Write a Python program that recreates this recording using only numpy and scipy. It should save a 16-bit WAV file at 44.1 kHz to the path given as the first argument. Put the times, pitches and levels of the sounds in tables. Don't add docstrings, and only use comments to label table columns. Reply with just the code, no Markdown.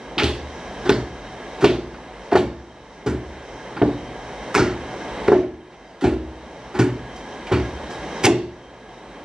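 import sys
import numpy as np
from scipy import signal
from scipy.fft import rfft, irfft
from scipy.io import wavfile
from scipy.ndimage import uniform_filter1d

SR = 44100
rng = np.random.default_rng(int(sys.argv[2]) if len(sys.argv) > 2 else 0)


def dump(signal):
    limited = np.clip(np.atleast_2d(signal).T, -1, 1)
    pcm = np.round(limited * 32767).astype(np.int16)
    wavfile.write(sys.argv[1], SR, pcm)


N = 407748
HZ = np.fft.rfftfreq(N, 1 / SR)


def undb(db):
    return 10 ** (np.asarray(db) / 20)


def unit(x):
    return x / np.sqrt(np.mean(x ** 2))


def on_hz(table, hz=HZ):
    f, v = np.transpose(table)
    return np.interp(np.log(hz + 1), np.log(f + 1), v)


def add(out, x, s):
    i = int(s * SR)
    out[i:i + len(x)] += x[:N - i]


def band(x, lo_hz, hi_hz):
    sos = signal.butter(2, [lo_hz, min(hi_hz, .45 * SR)], "band", fs=SR, output="sos")
    return signal.sosfilt(sos, x)


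def walk(rate):
    k = int(SR / rate)
    steps = np.repeat(rng.standard_normal(N // k + 1), k)
    return uniform_filter1d(uniform_filter1d(steps, k), k)[:N]


def diffuse(gain, wider_db=0):
    # frequency in Hz, side minus mid in dB.
    width = [(60, -30.5), (125, -24.5), (300, -21), (600, -27.5), (1400, -16.5), (3000, -11), (6000, -2.5),
             (15000, -10)]
    share = np.minimum(undb(on_hz(width) + wider_db), 1)
    mid, side = rfft(rng.standard_normal((2, N))) * gain / np.sqrt(1 + share ** 2)
    return irfft(np.array([mid + share * side, mid - share * side]), N)


def wavering(peaks, spread_db, rate):
    return sum(undb(db + spread_db * walk(rate)) * unit(diffuse(1 / (1 + (2 * (HZ - hz) / width) ** 2)))
               for hz, width, db in peaks)


def ducking_db(sink_s=.22, climb_db_per_s=8):
    # start in seconds, level in dB from which it climbs.
    climbs = [(0, -38), (.18, -38), (.89, -39.5), (1.64, -42.5), (2.33, -47.5), (3.06, -41), (3.82, -38),
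              (4.548, -35.5), (5.28, -49.5), (6.04, -43.5), (6.79, -39.5), (7.52, -35.5), (8.24, -47)]
    s, from_db = np.transpose(climbs)
    t = np.arange(N) / SR
    latest = np.searchsorted(s[1:], t - sink_s / 2)
    steps_db = (from_db - climb_db_per_s * s)[latest]
    return uniform_filter1d(steps_db, int(sink_s * SR), mode="nearest") + climb_db_per_s * t


def burner():
    # frequency in Hz, relative density in dB.
    flame = [(88, -40.5), (150, -3), (535, -1), (787, -5), (883, -3), (1350, -14), (1640, -11), (2600, -19),
             (3150, -18), (3470, -23), (3820, -20.5), (5840, -37), (8410, -32.5), (15000, -65.5)]
    # centre in Hz, width in Hz, relative level in dB.
    jet_bands = [(745, 25, -15.5), (1644, 24, -17), (2075, 210, -16.5), (3155, 66, -20.5),
                 (3820, 230, -23.5), (5680, 1430, -20)]
    hum_bands = [(47.6, 12, -2), (69, 21, -18.5), (122.4, 7.1, -15)]
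    colour, roar = undb(on_hz(flame)), 0
    for hz in 180 * 2. ** np.arange(7):
        octave = np.clip(1 - abs(np.log2((HZ + 1) / hz)), 0, 1) ** .5
        roar += undb(.55 * walk(38)) * diffuse(colour * octave)
    jets = wavering(jet_bands, spread_db=1.9, rate=14)
    hum = undb(-1.5) * wavering(hum_bands, spread_db=2.2, rate=11)
    return undb(ducking_db()) * (unit(roar) + jets + hum)


def rings(modes, rise_cycles, size=SR):
    hz, db, t60 = np.transpose(modes)[:, :, None]
    t = np.arange(size) / SR
    rise = 1 - np.exp(-t * hz / rise_cycles)
    return undb(db) * np.exp((2j * np.pi * hz - np.log(1000) / t60) * t) * rise


def pestle_thuds(contact_ms=1.52, detune=.03):
    # start in seconds, level in dB, then floor boom, thump, pestle knock, room ring and
    # hollow note in dB against the bowl, build-up in ms, note of the bowl in Hz.
    blows = [(.169, -21, -14, -12, 3.5, 10.5, 5.5, 4, 390), (0.222, -9, -7, -10, -21, 3, 3, 4.7, 405),
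             (.854, -19, -10, -14, -8, 3, 6, 4.9, 404),
             (0.895, 0.5, -22.5, -17.5, -10.5, -9.5, -8.5, 0.11, 393.5),
             (0.9018, -8, -29, -24, -2, 4.5, -5.5, .2, 398), (1.624, -8.5, -11.5, -9, -17, 7, 3, 4, 379),
             (1.6422, 3, -42, -38, -5, -5.5, -8.5, 0.47, 401),
             (2.322, 2.5, -33, -25.5, 0, -7, -10, 5.8, 395),
             (2.355, -1, -24.5, -26.5, -5, -18, -17.5, 0.22, 397.5),
             (2.366, -0.5, -26, -26, -1, -14.5, -12, 1, 397),
             (2.386, -5.5, -29, -18, -25, -1, -6.5, 1.7, 379),
             (3.062, -8.5, -16, -14, -5, -0.5, 0, 2.4, 403), (3.069, -10, -12, -14.5, -14, 3, -1, 3, 400),
             (3.765, -20, -29, -24, -10, 1, -8, 2.7, 340), (3.818, -4, -16, -13.5, 0, 3, -6.5, 0.32, 407),
             (3.824, -5, -19, -24, -5, 2.5, -9.5, 1, 353), (3.875, -8.5, -27, -34, -18, -5, -12, 3.6, 418),
             (4.551, -3.5, -25, -25, -23, 0, -4, 3.8, 414), (4.592, -4, -16.5, -15, -17, 1, -2, 2.4, 397),
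             (5.279, -8.5, -22, -33, -2, 1.5, 2, 1.3, 387),
             (5.285, 4.5, -38, -35.5, -8.5, -15, -15, .44, 416),
             (5.32, 1, -28, -30, -7, -10.5, -8, 0.58, 405.5),
             (5.329, -3, -23, -26, -3.5, -14, -7, 0.82, 401),
             (5.347, -10, -22, -30, -4, 4.5, -4.5, 2.5, 384),
             (6.022, -14.5, -29.5, -26, -4, 12.5, 4.5, 6, 398),
             (6.042, -7.5, -12.5, -11.5, -5, 2, -0.5, 1.1, 390),
             (6.048, -7.5, -31, -25, -3.5, -6, -2.5, 1.8, 390),
             (6.07, -8.5, -23, -20, -3.5, 2, -4.5, 1, 400),
             (6.741, -24.5, -13, -18, -22, 10, 9.5, 6.3, 390),
             (6.79, -11.5, -17, -3, -14, 5.5, -3, 1.3, 414), (6.7974, -2, -15, -21, -21, 3, -6, 0.46, 322),
             (7.516, -7, -10.5, -10.5, -3, -1.5, -7, 1, 392), (7.527, -4, -10, -12, -27, 1, -6, 1.1, 395),
             (8.242, -8, -20, -9.5, -16, 4.5, -0.5, 1.8, 386),
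             (8.268, -3.5, -40, -34, 2, -1, -3.5, 1.1, 387), (8.282, -5, -29, -23, -19, -10, -3.5, .6, 338)]
    # frequency in Hz, level in dB, seconds to fade by 60 dB.
    floor_modes = [(55.7, -7.5, 0.57), (62.7, -5.5, 1), (71.2, -7, 1), (75.5, -7.5, 0.78)]
    thump_modes = [(104.4, -12, 0.71), (118.9, -1.5, 0.54), (127, -3, 0.55), (150, -10.5, 0.34)]
    pestle_modes = [(733, 2, 0.081), (841, 7, 0.04), (975, -7, 0.056), (1173, 2.5, 0.027),
                    (1450, -6.5, 0.1), (1596, -7, 0.19), (1836, -7.5, 0.087), (2110, 0, 0.04)]
    room_modes = [(159, -28.5, 0.73), (177, -15, 0.15), (194.6, -23.5, 0.57), (222.4, -17.5, 0.4),
                  (243.5, -25, 0.78), (256.5, -17.5, 0.54), (280.8, -14.5, 0.4), (293.8, -12, 0.4),
                  (318.7, -19, 0.71), (443.6, -31, 0.85), (462, -19, 0.49), (552, -29.5, 0.13),
                  (580, -60, 0.13)]
    hollow_modes = [(342.6, -13, 0.62), (364.6, -7, 0.57), (366.6, -10, 0.55), (377.3, -9.5, 0.53),
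                    (417.4, -8.5, 0.4), (432, -19.5, 0.62)]
    # multiple of the bowl's note, level in dB, seconds to fade by 60 dB.
    bowl_modes = [(.7, 0, 0.02), (.75, -12, 0.049), (.895, -12, 0.053), (1.001, 2.5, 0.1),
                  (1.14, -9, 0.052), (1.27, -9, 0.084)]
    floor, thump = rings(floor_modes, .65), rings(thump_modes, .3)
    room, hollow = rings(room_modes, 2.8), rings(hollow_modes, 2.7)
    scatter_rad, scatter_db = (.26, .53, 1.6, 1.48, .69, .25), (3.9, 1.7, 3.8, 2.43, 3.57, 1.3)
    out, t = np.zeros(N), np.arange(SR) / SR
    push = (t * np.exp(-t * 4000 / contact_ms))[:SR // 40]
    for s, level_db, *parts_db, build_ms, bowl_hz in blows:
        bowl = rings(np.array(bowl_modes) * [bowl_hz, 1, 1], .55, size=SR // 4)
        detuned = np.array(pestle_modes)
        detuned[:, 0] *= 1 + detune * rng.standard_normal(len(detuned))
        pestle = rings(detuned, .4, size=SR // 4)
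        bodies = floor, thump, pestle, room, hollow, bowl
        blow = np.zeros(SR)
        for body, db, turn, uneven_db in zip(bodies, parts_db + [0], scatter_rad, scatter_db):
            strength, angle = rng.standard_normal((2, len(body)))
            shake = undb(uneven_db * strength) * np.exp(1j * turn * angle)
            blow[:body.shape[1]] += undb(db) * (shake @ body).imag
        blow *= 1 - np.exp(-t * 1000 / build_ms)
        add(out, -undb(level_db) * signal.oaconvolve(blow, push / push.sum()), s - .002)
    return out


def landing_clicks():
    # start in seconds, peak at the mortar in dB, centre in Hz, width in octaves.
    clicks = [(.1812, -5, 2900, .8), (.1875, -14, 3200, 1), (.1912, -10, 2600, 1), (.2345, -8, 3600, .7),
              (.2348, -17, 6000, .5), (.2418, -9, 3800, .9), (.2435, -11, 3400, .6), (.894, -9, 2400, 2.5),
              (.894, -17, 5200, .6), (.9015, -14, 3400, .6), (.902, -17, 5000, .6), (.921, -27, 5000, .12),
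              (.94, -29, 4900, .1), (1.6443, -11, 2500, 2.5), (1.653, -14, 3000, 1.2),
              (1.658, -13, 3500, 1.2), (1.6605, -15, 4000, 1), (2.331, -19, 2400, 1.5),
              (2.355, -7, 1000, 1.5), (2.362, -18, 4500, 1.2), (3.8215, -19, 2400, .8),
              (4.5495, -7, 1250, .5), (4.55, -12, 2350, .4), (4.5503, -14, 5000, .3),
              (4.556, -15, 2300, .15), (4.5605, -10, 2300, .3), (4.566, -16, 2300, .2),
              (4.578, -17, 2250, .15), (5.2825, -18, 2100, .3), (5.317, -21, 1750, .3),
              (5.32, -12, 850, .7), (5.323, -21, 1450, .2), (5.331, -19, 1450, .3),
              (6.7905, -15, 2200, 2.5), (6.797, -20, 1450, .12), (6.815, -23, 1450, .1),
              (8.241, -17, 6000, .1), (8.247, -11, 2600, .8), (8.248, -16, 6000, .1),
              (8.2535, -10, 6500, 1.2), (8.254, -15, 6000, .1), (8.2615, -16, 2550, .15),
              (8.2655, -3, 3500, 1.6)]
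    out, click = np.zeros(N), signal.unit_impulse(SR // 25)
    for s, peak_db, hz, octaves in clicks:
        wide = 2 ** (octaves / 2)
        ring = band(click, hz / wide, hz * wide)
        ring = band(ring, hz / wide ** 2, hz * wide ** 2)
        add(out, -undb(peak_db) * ring / abs(ring).max(), s)
    return out


def paste_smacks(spit_octaves=.9, pop_db=3.5, sheen_ms=12, detune=.03):
    # start in seconds, level in dB, spit centre in Hz, slap and fizz gains in dB, decay in ms.
    smacks = [(0.183, -2, 2860, -4.5, -17.5, 6.7), (0.186, -18.5, 1500, 6, -20, 51),
              (0.193, -4, 2370, -8, -19, 31), (0.2348, -12, 3720, -2, -3, 5.4),
              (0.241, -10.5, 3000, -5, -9.5, 48), (0.852, -23, 2800, 8.5, -8.5, 71),
              (.8935, 2, 2460, 1.5, -24, 3.3), (0.9018, -12, 3400, 10, -2, 4.2),
              (0.906, -17.5, 3480, 0.5, -13, 41), (1.6054, -25, 2000, 10, -3.5, 90),
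              (1.643, -6, 2110, 7, -11, 11), (1.659, -13, 2800, -24, -20, 51),
              (1.94, -47, 1960, 22.5, -22, 17), (2.314, -27, 1890, 14.5, -10, 18),
              (2.328, -30, 2200, 18, -1, 18), (2.354, -14.5, 1790, 11, -9.5, 12),
              (2.367, -16.5, 3020, -3, -7.5, 37), (3.061, -26.5, 2300, 10.5, -1, 47),
              (3.764, -36.5, 1910, 20.5, -23, 22), (3.817, -23, 2450, 2, -22, 6.5),
              (4.543, -24, 1810, 15, 2, 13), (4.549, -13.5, 2190, 10, 0, 11),
              (4.557, -15.5, 2330, 8, -1.5, 34), (4.573, -17.5, 4800, 9.5, -24, 62),
              (5.2786, -16.5, 2090, 12.5, -8.5, 4.6), (5.288, -31, 1400, 9, -10, 25),
              (5.318, -29, 1650, 8, -7, 17), (5.328, -37, 1500, 4, -15, 61),
              (5.7223, -40, 2080, 4, -13, 33), (6.008, -25.5, 2870, 5, -6, 58),
              (6.038, -16.5, 1830, 0.5, -11.5, 49), (6.739, -33.5, 1900, 14.5, -3, 130),
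              (6.749, -30.5, 1500, 15, -10, 6.8), (6.789, -15.5, 1730, 4.5, -5, 38),
              (7.159, -47, 5470, -8, 11, 30), (7.466, -22, 2020, 0, -12, 30),
              (7.517, -18.5, 1970, 9.5, -8, 46), (7.9, -40.5, 5030, -10, 8, 55),
              (8.229, -24.5, 3000, -2, -2, 54), (8.236, -4, 2030, -4.5, -7.5, 19),
              (8.242, -5, 2140, 0, -5, 26), (8.252, 1, 2500, -21, -1.5, 4.6),
              (8.2652, 6, 2640, -15, -16, 2.3)]
    # centre in Hz, width in Hz, gain in dB.
    wall_bands = [(862, 75, 0.5), (1408, 254, -1.5), (1737, 216, -1), (2247, 195, -5.5), (4370, 140, -10),
                  (4950, 230, -16.5)]
    out, t = np.zeros(N), np.arange(SR // 6) / SR
    ms, wide = 1000 * t, 2 ** (spit_octaves / 2)
    for s, level_db, hz, slap_db, fizz_db, decay_ms in smacks:
        crackle = unit(rng.standard_normal(len(t)) * undb(2.1 * rng.exponential(size=len(t))))
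        swell_ms = .74 + .051 * decay_ms
        crackle *= np.exp(-ms / decay_ms) * (1 - np.exp(-ms / swell_ms))
        crackle[0] += undb(pop_db) * min(20 / decay_ms, 1)
        spit = band(crackle, hz / wide, hz * wide)
        slap = undb(1.5) * band(crackle, 715, 1590)
        shifts, strengths = rng.standard_normal((2, len(wall_bands)))
        for (wall_hz, width, db), shift, strength in zip(wall_bands, shifts, strengths):
            centre = wall_hz * (1 + detune * shift)
            slap += undb(db + 1.4 * strength) * band(crackle, centre - width / 2, centre + width / 2)
        sheen = undb(8) * band(crackle * np.exp(-ms / sheen_ms), 9500, 19000)
        fizz = band(crackle, 4900, 11000) + sheen
        add(out, undb(level_db) * (spit + undb(slap_db) * slap + undb(fizz_db) * fizz), s)
    return out


def kitchen_echo(x):
    # frequency in Hz, seconds to fade by 60 dB.
    decay_times = [(700, 0.41), (1500, 0.56), (4000, 0.41), (10000, 0.028)]
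    noise, tail = diffuse(np.ones(len(HZ)), wider_db=4), 0
    for hz in 650 * 2. ** (np.arange(14) / 3):
        keep = np.exp(-2 * np.log(1000) / SR / on_hz(decay_times, hz))
        energy = band(x, hz / 2 ** (1 / 3), hz * 2 ** (1 / 3)) ** 2
        stored = signal.lfilter([1 - keep], [1, -keep], energy)
        tail += np.sqrt(stored) * unit(band(noise, hz / 2 ** .2, hz * 2 ** .2))
    return np.roll(tail, int(.005 * SR), axis=1)


def faint_whistle(start_s=5.84, length_s=.15, hz=4900, fall_hz_per_s=1500):
    t = np.arange(N) / SR - start_s
    pitch = (hz - fall_hz_per_s * t) * (1 + .02 * walk(200))
    swell = np.sin(np.pi * np.clip(t / length_s, 0, 1)) ** .5
    return undb(-64 + 5.8 * walk(52)) * swell * np.sin(2 * np.pi * np.cumsum(pitch) / SR)


def scene():
    # frequency in Hz, gain in dB.
    mic_response = [(5000, -1), (8000, -5.5), (12000, -18.5), (16000, -52.5)]
    # frequency in Hz, left minus right in dB.
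    shadow = [(250, 0), (1000, -0.5), (3000, -1.6), (8000, -0.5)]
    # frequency in Hz, lead of the left port in radians (negative: it lags).
    left_lead = [(0, 0), (350, -.17), (800, -.14), (3800, -.65), (6000, -1.2), (7200, -1.9), (9600, -2.6),
                 (22050, -2.4)]
    pounding = pestle_thuds() + landing_clicks() + paste_smacks()
    blows = rfft(pounding + undb(-4) * kitchen_echo(pounding)) * undb(on_hz(mic_response))
    background = rfft(burner() + faint_whistle())
    side = np.array([[.5], [-.5]])
    shade = undb(side * on_hz(shadow))
    delay = np.exp(1j * side * np.interp(HZ, *np.transpose(left_lead)))
    return irfft((blows + background) * shade * delay, N)


def record(dry, bass_cut_hz=64, top_hz=15650):
    thin = signal.sosfilt(signal.butter(4, bass_cut_hz, "high", fs=SR, output="sos"), dry)
    clipped = np.clip(thin, -.96, .96)
    return signal.sosfilt(signal.ellip(8, .2, 70, top_hz, fs=SR, output="sos"), clipped)


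dry = scene()
out = record(dry)
dump(out)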